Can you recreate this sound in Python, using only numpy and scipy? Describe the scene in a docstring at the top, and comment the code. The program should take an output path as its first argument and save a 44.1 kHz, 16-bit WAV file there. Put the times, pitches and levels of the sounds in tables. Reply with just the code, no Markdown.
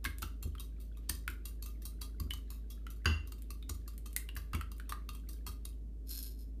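"""A wire whisk beats eggs and cream in a ceramic bowl, about five strokes a second. Noisy wire contacts excite
the wires and the bowl; breaking films tick, air pockets ring in the egg, and hard strokes knock the bowl and
shake the counter as damped tones and thuds. Then peppercorns rattle in a mill shaken over the bowl, as random
hits through the mill's resonances. A small kitchen adds an echo and a short tail; sine tones make a low
appliance hum and coloured noise the rush of the room."""
import sys
import numpy as np
from scipy import signal
from scipy.fft import rfft, irfft, next_fast_len
from scipy.io import wavfile
from scipy.ndimage import uniform_filter1d, map_coordinates

SR = 44100
rng = np.random.default_rng(int(sys.argv[2]) if len(sys.argv) > 2 else 0)


def log_audio(samples):
    """Write samples as a 16-bit WAV file to the path given in sys.argv[1]."""
    # one column per channel
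    frames = np.atleast_2d(samples).T
    # limit to full scale, then quantise
    limited = np.clip(frames, -1, 1)
    pcm = np.round(limited * 32767).astype(np.int16)
    wavfile.write(sys.argv[1], SR, pcm)


N = 291060  # length of the scene in samples
T = np.arange(SR // 2) / SR  # time since a contact (s)

# The wires strike the bowl once a turn, now and then twice.
# Each row: start in seconds, level in dB, tilt of the low modes in dB.
STROKE_ROWS = [(0.0429, -39.5, 5), (0.054, -45, -5), (0.221, -39, -1.5), (0.427, -42.5, 0.5),
               (0.597, -44.5, -3.5), (0.8003, -58, -7), (0.971, -56.5, 3), (1.0937, -31, -10.5),
               (1.3, -46.5, -1), (1.454, -41.5, -3.5), (1.6241, -43.5, -6.5), (1.659, -47.5, -0.5),
               (1.8195, -52.5, -5), (1.853, -41, -9.5), (2.0143, -39.5, -2.5), (2.1995, -40.5, -4.5),
               (2.336, -40, -5), (2.5036, -45, -0.5), (2.702, -51, -6), (2.9031, -48.5, -4),
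               (3.2738, -51.5, -1), (3.3206, -45, 1), (3.5044, -42.5, -3.5), (3.6937, -38.5, -3),
               (3.878, -46, -3), (4.06, -47, -2), (4.1973, -53, 1), (4.3673, -43, 5.5), (4.5487, -43, 14),
               (4.7172, -46.5, -2), (4.8931, -40.5, 2), (5.09, -40.5, 2), (5.149, -50.5, 2),
               (5.289, -47, -4.5), (5.3313, -51.5, -9), (5.4657, -40, 1), (5.652, -40, -6.5)]
# Air pockets open in the egg. Each row: start in seconds, level in dB before the layer's trim, pitch in Hz.
POCKET_ROWS = [(0.0519, -30, 1606), (0.059, -32.5, 2130), (0.228, -36, 1323), (0.552, -47.5, 1260),
               (0.582, -51, 3140), (1.097, -37.5, 1830), (1.2787, -29, 1435), (2.3077, -32, 2980),
               (2.867, -43, 1365), (3.047, -47, 1650), (3.626, -49.5, 3680), (4.164, -34.5, 2040),
               (4.289, -41, 2810), (4.365, -40, 1690), (4.533, -36.5, 1230), (4.546, -40, 1310),
               (4.551, -39, 2250), (4.611, -36, 1323), (4.799, -42.5, 1460), (4.9225, -31.5, 1193)]
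# Resonances of the ceramic bowl. Each row: centre in Hz, width in Hz, relative level in dB.
BOWL_MODES = [(1040, 24, -7.5), (1166, 49, 2), (1340, 530, -3.5), (2060, 75, -1.5), (2750, 45, 10.5),
              (2970, 183, -1), (3400, 60, -7.5), (4200, 240, -16.5), (4720, 56, 1.5), (6740, 89, -8.5),
              (9450, 113, -16.5), (12460, 230, -27.5)]


def amp(db):
    """Decibels to gain."""
    return 10 ** (np.asarray(db) / 20)


def unit(x):
    """Scale to rms 1."""
    return x / np.sqrt(np.mean(x ** 2) + 1e-20)


def crest(x):
    """Scale so that the loudest 2 ms have rms 1."""
    power = uniform_filter1d(x ** 2, size=88, mode="constant")
    return x / np.sqrt(power.max() + 1e-20)


def along(points, hz):
    """(Hz, value) points read on a log axis."""
    f, v = np.transpose(points)
    return np.interp(np.log(hz + 1), np.log(f), v)


def fade(t60):
    """Exponential decay, 60 dB down after t60 seconds."""
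    return np.exp(-np.log(1000) * T / np.maximum(t60, 1e-4))


def onset(rise_s):
    """Soft attack: an exponential approach to 1 with this time constant."""
    return 1 - np.exp(-T / rise_s)


def wobble(rate):
    """A smooth random curve, rate knots a second."""
    knots = rng.standard_normal(int(N * rate / SR) + 4)
    return map_coordinates(knots, [np.arange(N) * rate / SR])


def filtered(x, response):
    """x times a response of frequency."""
    m = next_fast_len(len(x) + 4096)  # silence after x leaves room for ringing
    return irfft(rfft(x, m) * response(np.fft.rfftfreq(m, 1 / SR)), m)[:len(x)]


def noise(spectrum, count):
    """Noise of rms 1, coloured by (Hz, dB) points."""
    return unit(filtered(rng.standard_normal(count), lambda hz: amp(along(spectrum, hz))))


def ring(modes):
    """Sum of damped sines from (Hz, dB, t60 s) modes."""
    hz, db, t60 = np.transpose(modes)[:, :, None]
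    return np.sum(amp(db) * fade(t60) * np.sin(2 * np.pi * hz * T), axis=0)


def burst(t60):
    """Dying white noise of energy 1."""
    x = rng.standard_normal(len(T)) * fade(t60) * onset(0.0012)
    return x / np.linalg.norm(x)


def add(track, s, sound):
    """Mix a sound into the track at time s."""
    part = track[max(round(s * SR), 0):][:len(sound)]
    part += sound[:len(part)]


def body(peaks, hz, flip=-1):
    """Causal response of (Hz, width, dB) resonances; with flip=1 deep notches lie between them."""
    total = 0
    for k, (centre, width, db) in enumerate(peaks):
        damping = 1j * hz * width
        total = total + flip ** k * amp(db) * damping / (centre * centre - hz * hz + damping)
    return total


def contacts():
    """Each stroke lands a leading and a lighter trailing loop: rows (s, dB, low modes dB, drag t60 s)."""
    # How long the wires drag over the glaze. 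Each row: time in seconds, drag t60 in seconds.
    drag_times = [(0.4, 0.058), (0.8, 0.23), (1.1, 0.018), (1.45, 0.14), (2.2, 0.077), (2.34, 0.035),
                  (2.5, 0.16), (3.4, 0.05), (4.5, 0.041), (5.45, 0.15), (5.65, 0.033)]
    trail_s, scatter_s, trail_db = .045, .012, -18  # mean delay, its scatter, relative level
    rows = []
    for (s, db, low_db), late in zip(STROKE_ROWS, rng.standard_normal(len(STROKE_ROWS))):
        t60 = np.interp(s, *np.transpose(drag_times))
        rows.append((s, db, low_db, t60))
        rows.append((s + trail_s + scatter_s * late, db + trail_db, low_db, t60))
    return rows


def clashes(graze_db=-20, chatter_t60=0.014, drag_db=-6, ring_t60=0.31, ring_db=-21, scrape_db=-20, bowl_db=-5):
    """One wire grazes first, then the loops chatter and drag over the glaze, and the bowl rings with them."""
    # Resonances of the wire loops. Each row: mean centre in Hz, width in Hz, mean relative level in dB.
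    wire_modes = [(1180, 70, 3), (2100, 150, -14), (2720, 70, 0), (3240, 70, -1), (3780, 120, 0),
                  (4200, 150, -3), (4550, 150, -1), (4900, 150, -4), (5550, 200, -4), (6150, 300, -3),
                  (7150, 300, -3), (8480, 250, 0), (9200, 400, -4), (10850, 300, -1), (11880, 300, 1),
                  (12400, 300, -1), (13750, 300, -1), (14400, 250, 1)]
    top_db = 4.5  # the wires' highest modes against their middle ones
    hard_db, dull_per_db = -42, 1  # treble lost (dB) per dB of level above hard_db
    graze_s = .003
    out = np.zeros(N)
    for s, db, low_db, t60 in contacts():
        pressure = fade(chatter_t60) + amp(drag_db) * fade(t60) + amp(ring_db) * fade(ring_t60)
        pressure = pressure * onset(0.00037)
        pressure = np.interp(T - graze_s, T, pressure, left=amp(graze_db))
        # the wires stick and slip, so the pressure comes in small clumps
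        clumps = map_coordinates(rng.standard_normal(size=300), [T * 500], order=1)
        force = rng.standard_normal(len(T)) * amp(3.5 * clumps) * pressure
        # each contact bends the loops differently, detunes them and favours other modes
        modes = []
        for hz, width, level in wire_modes:
            detune = 1 + .02 * rng.standard_normal()
            modes.append((hz * detune, width, level + 3 * rng.standard_normal()))
        # harder strokes press the wires to the wall and lose treble
        treble_db = top_db - dull_per_db * max(db - hard_db, 0)

        def response(hz):
            wires = body(modes, hz, flip=0.94)
            bowl = amp(bowl_db) * body(BOWL_MODES, hz, flip=0.63)
            scrape = amp(scrape_db) / (1 + (900 / (hz + 1)) ** 4)
            tone = amp(np.interp(hz, [2700, 4000, 6000, 11500], [low_db, 0, 0, treble_db]))
            return (wires + bowl + scrape) * tone

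        add(out, s - graze_s, amp(db) * crest(filtered(force, response)))
    return out


def snaps(walls_db=-3, spray_db=-8, spray_t60=0.079, trim_db=1):
    """A film of egg breaks with one sharp tick; the bowl's walls throw it back and droplets spray."""
    # Wet films snap off the wires. Each row: start in seconds, level in dB before the trim.
    film_rows = [(0.1845, -42.5), (1.0966, -27.5), (2.3047, -49), (3.4213, -49.5), (3.9794, -46.5),
                 (4.13, -49), (4.1638, -25.5), (4.354, -48.5), (4.5496, -44.5), (4.782, -54)]
    # Colour of a breaking film. Each row: frequency in Hz, relative level in dB.
    film_colour = [(700, -43), (1500, 4), (3500, 1.5), (6000, 1.5), (9000, 12), (14500, 12)]
    pocket_db = -10.5  # the snap of a pocket's film against the pocket's tabled level
    out = np.zeros(N)
    for s, db in list(film_rows) + [(s, db + pocket_db) for s, db, _ in POCKET_ROWS]:
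        tick = signal.unit_impulse(len(T), idx=8)
        tick = tick + amp(walls_db) * burst(t60=0.013) + amp(spray_db) * burst(spray_t60)
        tick = filtered(tick, lambda hz: amp(along(film_colour, hz)))
        add(out, s, amp(db + trim_db) * crest(tick))
    return out


def pops(rise=0.017, splash_db=-10, trim_db=-2):
    """Each air pocket rings for a few cycles, its pitch rising as it opens."""
    # How long a pocket rings at its pitch. Each row: pitch in Hz, t60 in seconds.
    ring_times = [(1300, .028), (1450, 0.018), (2200, 0.021), (3000, 0.029)]
    splash_colour = [(600, -60), (1100, -3.5), (2200, 0.5), (3500, -2.5), (5000, -11.0), (12000, -39.0)]  # (Hz, dB)
    out = np.zeros(N)
    for s, db, hz in POCKET_ROWS:
        t60 = along(ring_times, hz)
        pitch = hz * (1 + rise * (1 / 2 - fade(t60)))
        cavity = np.sin(2 * np.pi * np.cumsum(pitch) / SR) * fade(t60) * onset(0.00065)
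        splash = noise(splash_colour, len(T)) * fade(0.02)
        add(out, s, amp(db + trim_db) * crest(cavity + amp(splash_db) * splash))
    return out


def skips(count):
    """Each knock, then light bounces as the head skips along the wall: rows (s, dB)."""
    # The whisk's head knocks the bowl's wall. Each row: start in seconds, level in dB before the layer's trim.
    knock_rows = [(0.229, -48), (3.0565, -26), (4.535, -44)]
    spacing_s, bounce_db = .042, -25.5
    return [(s + k * spacing_s, db + bounce_db * (k > 0)) for s, db in knock_rows for k in range(count)]


def knocks(blow_t60=0.016, drag_db=-14, drag_t60=0.3, grind_db=-9, clack_db=-1, trim_db=-1):
    """The whisk hits the wall and grinds along it; the egg and the hand damp the bowl's ring."""
    grind_colour = [(500, -23.5), (1100, 11), (3000, 0), (6500, -9.5), (12000, -34)]  # (Hz, dB)
    clack = crest(ring([(1525, 0, .028)]))  # short, hollow note (Hz, dB, t60 s)
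    out = np.zeros(N)
    for s, db in skips(count=3):
        pressure = fade(blow_t60) + amp(drag_db) * fade(drag_t60)
        force = rng.standard_normal(len(T)) * pressure
        clang = crest(filtered(force, lambda hz: body(BOWL_MODES, hz)))
        grind = crest(noise(grind_colour, len(T)) * pressure)
        add(out, s, amp(db + trim_db) * (clang + amp(grind_db) * grind + amp(clack_db) * clack))
    return out


def thumps(thud_db=-8.0, nudge_db=-11, trim_db=-1):
    """The counter booms under the bowl with a dull thud; every stroke nudges it a little too."""
    # Strokes push the bowl against the counter. Each row: start in seconds, level in dB before the trim.
    push_rows = [(0.06, -37), (0.226, -39.5), (0.453, -35.5), (1.098, -40), (1.283, -44), (2.204, -34.5),
                 (2.259, -40.5), (3.058, -27.5), (3.097, -32.5), (3.696, -39), (4.366, -45.5), (4.54, -32),
                 (5.469, -43.5)]
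    # The counter under the bowl. Each row: mode in Hz, relative level in dB, t60 in seconds.
    counter_modes = [(78.1, 4, 0.39), (89, -16, 0.059), (150.5, -13.5, 0.21), (232.4, -9, 0.13),
                     (366, -19, 0.12)]
    thud_colour = [(40, -23), (90, 10), (350, 3.0), (600, -15.5), (1500, -50.0)]  # (Hz, dB)
    boom = ring(counter_modes)
    out = np.zeros(N)
    for s, db in list(push_rows) + [(s, db + nudge_db) for s, db, _ in STROKE_ROWS]:
        thud = noise(thud_colour, len(T)) * fade(0.2)
        add(out, s, amp(db + trim_db) * (boom + amp(thud_db) * thud) * onset(0.0028))
    return out


def squelch(wash_db=-85, bubbles_db=-82):
    """The egg washes softly round the wires and tiny bubbles burst for as long as it is stirred."""
    stirring = np.interp(np.arange(N) / SR, [5.7, 5.85], [1, 0])
    wash_colour = [(700, -20), (1300, 0), (3800, 0), (6000, -10), (14000, -15)]  # (Hz, dB)
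    wash = noise(wash_colour, N) * amp(2.5 * wobble(14))
    bubbles, t = np.zeros(N), T[:SR // 20]
    for when, pitch, size in rng.random((600, 3)):
        hz = 1200 * 3.5 ** pitch
        swell = t * hz * np.exp(-t * hz / 3)  # loudest after three cycles
        add(bubbles, when * N / SR, size ** 3 * np.sin(2 * np.pi * hz * t) * swell)
    return (amp(wash_db) * wash + amp(bubbles_db) * unit(bubbles)) * stirring


def shaking():
    """Level of the tumbling in dB: each shake rises fast, sags while it lasts and dies away."""
    # The peppercorns are thrown, then slide back. Each row: start in seconds, level in dB, length in seconds.
    shake_rows = [(6.108, -46.5, 0.17), (6.396, -63.5, 0.011)]
    rise, sag, fall = 646.5, 43.5, 261  # dB per second
    t = np.arange(N) / SR
    levels = []
    for s, db, length in shake_rows:
        before, during = np.maximum(s - t, 0), np.clip(t - s, 0, length)
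        after = np.maximum(t - s - length, 0)
        levels.append(db - rise * before - sag * during - fall * after)
    return np.max(levels, axis=0)


def pepper(density=1500, size_db=1.5, clump_db=1.5):
    """Peppercorns tumble in clumps (density in hits a second) against each other and the wall of the mill."""
    # Single corns hit the mill. Each row: start in seconds, level in dB.
    corn_rows = [(6.0918, -46.5), (6.227, -43.5), (6.391, -60)]
    # The mill's body. Each row: centre in Hz, width in Hz, relative level in dB.
    mill_modes = [(1647, 83, -13.5), (2800, 200, -26), (4290, 150, 1.5), (5250, 470, 1.5),
                  (6800, 760, -4.5), (8830, 940, -2.5), (11380, 720, 4.5), (11870, 200, 5.5),
                  (14070, 650, -11)]
    hits = (rng.random(N) < density / SR) * rng.standard_normal(N)
    hits = hits * amp(size_db * rng.standard_normal(N))
    tumble = unit(filtered(hits, lambda hz: body(mill_modes, hz, flip=0.93)))
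    out = amp(shaking() + clump_db * wobble(120)) * tumble
    for s, db in corn_rows:
        blow = rng.standard_normal(len(T)) * fade(0.032)
        add(out, s, amp(db) * crest(filtered(blow, lambda hz: body(mill_modes, hz))))
    return out


def kitchen(x, echo_s=0.009, echo_db=-9, tail_db=-9):
    """A near surface returns one clear echo over a path some 3 m longer, and the room rings."""
    # Decay of the room. Each row: frequency in Hz, t60 in seconds.
    room_decay = [(100, 0.13), (1500, 0.3), (5000, 0.25), (14000, 0.19)]
    hz, t, z = signal.stft(rng.standard_normal(len(T)), SR, nperseg=256)
    decay = np.exp(-np.log(1000) * t / along(room_decay, hz)[:, None])
    tail = signal.istft(z * decay, SR)[1][:len(T)]
    tail *= onset(0.004)
    room = signal.fftconvolve(x, tail / np.linalg.norm(tail))[:N]
    # a delay, with the treble softened above 5 kHz
    echo = filtered(x, lambda hz: np.exp(-2j * np.pi * hz * echo_s) / (1 + (hz / 5000) ** 2))
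    return x + amp(echo_db) * echo + amp(tail_db) * room


def background(air_db=-58):
    """An appliance motor hums, its overtones a little unsteady, over the soft rush of the room."""
    # The motor, then its overtones. Each row: mean pitch in Hz, rms level in dB before the wobble.
    hum_lines = [(53.2, -43.5), (265, -70), (353, -94), (425, -78.5), (640, -84.5)]
    # Colour of the room noise. Each row: frequency in Hz, relative level in dB.
    air_colour = [(25, -9.5), (60, 5), (110, 0.5), (270, -0.5), (420, -10), (600, -20.5), (900, -32.5),
                  (2000, -38), (5000, -40.5), (15000, -41.5)]
    # one shared time wobble makes all the pitches drift together
    t = np.arange(N) / SR + .025 * wobble(1.2) / hum_lines[0][0]
    motor, *overtones = [amp(db) * np.sqrt(2) * np.sin(2 * np.pi * hz * t) for hz, db in hum_lines]
    hum = motor * amp(.2 * wobble(6))
    for line in overtones:
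        hum = hum + line * amp(2.5 * wobble(14))
    return hum + amp(air_db) * noise(air_colour, N)


def scene():
    """Whisk, egg, bowl and mill in the kitchen; the counter and the background carry no added echo."""
    close = clashes() + snaps() + pops() + knocks() + squelch() + pepper()
    return (kitchen(close) + thumps() + background())[None]


def record(dry):
    """The recorder cuts off steeply above its band limit."""
    top_hz = 14700
    return np.array([filtered(x, lambda hz: 1 / np.sqrt(1 + (hz / top_hz) ** 320)) for x in dry])


dry = scene()
out = record(dry)
log_audio(out)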